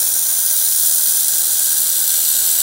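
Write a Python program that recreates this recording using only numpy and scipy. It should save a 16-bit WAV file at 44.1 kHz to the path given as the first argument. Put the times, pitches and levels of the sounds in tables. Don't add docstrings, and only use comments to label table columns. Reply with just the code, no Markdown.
import sys
import numpy as np
from scipy import signal
from scipy.fft import rfft, irfft, next_fast_len
from scipy.io import wavfile
from scipy.ndimage import uniform_filter1d, map_coordinates

SR = 44100
rng = np.random.default_rng(int(sys.argv[2]) if len(sys.argv) > 2 else 0)


def pcm_store(signal):
    levels = np.round(np.clip(np.atleast_2d(signal), -1, 1) * 32767)
    wavfile.write(sys.argv[1], SR, levels.astype(np.int16).T)


N = 115542

TOP_HZ = 15780


def amp(db):
    return 10 ** (np.asarray(db) / 20)


def unit(x):
    return x / np.sqrt(np.mean(x ** 2) + 1e-20)


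def along(points, hz):
    f, v = np.transpose(points)
    return np.interp(np.log(hz + 1), np.log(f + 1), v)


def curves(rows, t):
    times, *columns = np.transpose(rows)
    return [np.interp(t, times, column) for column in columns]


def wobble(rate):
    knots = rng.standard_normal(int(N * rate / SR) + 4)
    return map_coordinates(knots, [np.arange(N) * rate / SR])


def filtered(x, response):
    m = next_fast_len(N + 8192)
    return irfft(rfft(x, m) * response(np.fft.rfftfreq(m, 1 / SR)), m)[:N]


def bell(hz, centre, width):
    return np.exp(-.5 * ((hz - centre) / width) ** 2)


def spatter():
    bursts_per_s, spread_db, decay_s = 700, 2.5, 0.00045
    sizes = amp(spread_db * np.minimum(rng.exponential(size=N), 5))
    bursts = (rng.random(N) < bursts_per_s / SR) * sizes
    decay = np.exp(-np.arange(SR // 200) / SR / decay_s)
    return unit(np.convolve(bursts, decay)[:N] * rng.standard_normal(N))


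def plume(t):
    # (place in the sweep [0-1], sharpness [no unit],
    # swell of the low hiss [dB], swell of the high hiss [dB])
    puffs = [(0.236, 1.3, 5.5, 6), (0.624, 1.7, 6.8, 3.0)]
    sweep_hz, sweep_scatter = 80.47, .025
    split_hz, own_flicker_db = 7700, .6
    spatter_db, flicker_db, surge_db = -9, 0.69, 0.18

    jet = rng.standard_normal(N) + amp(spatter_db) * spatter()
    low = filtered(jet, lambda hz: 1 / (1 + (hz / split_hz) ** 10))
    high = jet - low
    sweep = sweep_hz * t + sweep_scatter * wobble(40.4)
    low_db = high_db = 0
    for place, sharpness, low_swell, high_swell in puffs:
        puff = np.exp(sharpness * (np.cos(2 * np.pi * (sweep - place)) - 1))
        low_db = low_db + low_swell * puff
        high_db = high_db + high_swell * puff
    low_flutter = low * unit(amp(low_db + own_flicker_db * wobble(150)))
    high_flutter = high * unit(amp(high_db + own_flicker_db * wobble(150)))
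    flicker = amp(flicker_db * wobble(300) + surge_db * wobble(45))
    return (low_flutter + high_flutter) * flicker


def echoed(x, t):
    # (delay at the start [s], level [dB], change of delay [s per s])
    echoes = [(.0023, -19, .00006), (.0041, -18, -.00011), (.0067, -19, .00015), (.0113, -21, .0002)]
    reflections = 0
    for delay, db, glide in echoes:
        position = (t - delay - glide * t) * SR
        reflections = reflections + amp(db) * map_coordinates(x, [position], order=5)
    return x + reflections


def weld(t):
    # (frequency [Hz], relative level [dB])
    hiss_spectrum = [(1000, -70), (2000, -23), (2750, -22.5), (3250, -10), (5500, -5.5), (7200, -0.9),
                     (9000, -0.7), (12000, -2.6), (15700, 0.0)]
    # (frequency [Hz], bell width [Hz],
    # level at the start [dB], change [dB per s])
    resonances = [(2900, 140, -6.8, 5.3), (4110, 390, -1.3, 2.6), (4610, 110, -7.4, 2.0),
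                  (5020, 50, 1.0, -0.0), (5960, 130, 5.7, -0.1), (6360, 240, -2.1, -0.9),
                  (7940, 330, -5.8, 4.1), (8410, 170, 3.1, -1.9), (9460, 370, 5.8, -0.3),
                  (9890, 80, -7.5, 0.3), (10490, 120, 6.1, -1.7), (11180, 190, 3.7, -0.3),
                  (11810, 150, 6.0, -2.7), (12820, 270, -1.2, 3.6), (13470, 140, -3.8, -0.1),
                  (14600, 190, 1.4, -0.6), (15540, 210, 6.8, -1.8)]
    # (time [s], frequency [Hz], depth [dB])
    low_notch = [(0, 5090, 4.0), (0.7, 5310, 6.1), (1.35, 5370, 8.3), (1.85, 5390, 8.1), (2.6, 5360, 5.1)]
    high_notch = [(0, 11300, 2.9), (0.7, 11450, 11.6), (1.35, 11670, 13.3), (1.85, 11830, 4.9),
                  (2.6, 12230, -0.4)]
    # (time [s], level [dB])
    edge = [(0, 2), (.4, -0.5), (.72, -3), (1.1, 0), (1.8, -1), (2.2, 3), (2.6, 2)]
    # (time [s], level [dB])
    strength = [(0, -15), (.25, -16), (.5, -15), (.7, -15), (.95, -14.5), (1.18, -14.5), (1.28, -15.5),
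                (1.38, -15), (1.48, -15.8), (1.6, -15.1), (1.88, -15.5), (1.99, -16.2), (2.1, -15),
                (2.45, -14.9), (2.6, -15.5)]
    edge_hz, edge_width_hz, notch_width_hz = 2350, 300, 106
    patchy_db = 0.84

    hz, frame_s, spectrum = signal.stft(echoed(plume(t), t), SR, nperseg=1024)
    hz = hz[:, None]
    edge_db, = curves(edge, frame_s)
    colour_db = along(hiss_spectrum, hz) + edge_db * bell(hz, edge_hz, edge_width_hz)
    for centre, width, db, drift in resonances:
        colour_db = colour_db + (db + drift * frame_s) * bell(hz, centre, width)
    for notch in (low_notch, high_notch):
        notch_hz, depth_db = curves(notch, frame_s)
        colour_db = colour_db - depth_db * bell(hz, notch_hz, notch_width_hz)

    patches = uniform_filter1d(rng.standard_normal(spectrum.shape), size=5, axis=0)
    patches = unit(uniform_filter1d(patches, size=30, axis=1))
    coloured = spectrum * amp(colour_db + patchy_db * patches) * (hz < TOP_HZ)
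    hiss = signal.istft(coloured, SR, nperseg=1024)[1][:N]
    level_db, = curves(strength, t)
    return amp(level_db) * unit(hiss)


def gas(t):
    # (frequency [Hz], relative level [dB])
    rush_spectrum = [(15, -26), (40, -12), (65, -13), (90, -6.5), (250, -2), (430, -3.5), (620, 2.5),
                     (800, 3), (1150, -2.5), (1900, -4.5), (2600, -14), (4000, -15)]
    # (time [s], level [dB])
    rush_level = [(0, -41), (.4, -42.3), (.9, -43), (1.3, -43), (1.41, -40.5), (1.55, -43), (2.6, -42)]
    nozzle_hz, nozzle_width_hz = 1554, 117
    nozzle_db, nozzle_db_per_s = -43.5, 0.92
    turbulence_db = 0.91

    def resonance(hz):
        damping = 1j * hz * nozzle_width_hz
        return damping / (nozzle_hz ** 2 - hz ** 2 + damping)

    rush = unit(filtered(rng.standard_normal(N), lambda hz: amp(along(rush_spectrum, hz))))
    nozzle = unit(filtered(rng.standard_normal(N), resonance))
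    level_db, = curves(rush_level, t)
    turbulence = amp(turbulence_db * wobble(90))
    return turbulence * (amp(level_db) * rush + amp(nozzle_db + nozzle_db_per_s * t) * nozzle)


def machine(t):
    # (frequency [Hz], rms level before the waver [dB])
    tones = [(91.5, -59), (166.9, -61), (242.2, -60), (371.4, -61), (829.0, -61.5)]
    waver_db, drift_rad = 1.0, .25
    hum = 0
    for hz, db in tones:
        level = np.sqrt(2) * amp(db + waver_db * wobble(6.02))
        phase = 2 * np.pi * (hz * t + rng.random()) + drift_rad * wobble(7.16)
        hum = hum + level * np.sin(phase)
    return hum


def scene():
    t = np.arange(N) / SR
    return (weld(t) + gas(t) + machine(t))[None]


def record(dry):
    peak_limit = .9
    rounded = dry / (1 + np.abs(dry / peak_limit) ** 10) ** (1 / 10)
    return np.array([filtered(x, lambda hz: hz < TOP_HZ) for x in rounded])


dry = scene()
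out = record(dry)
pcm_store(out)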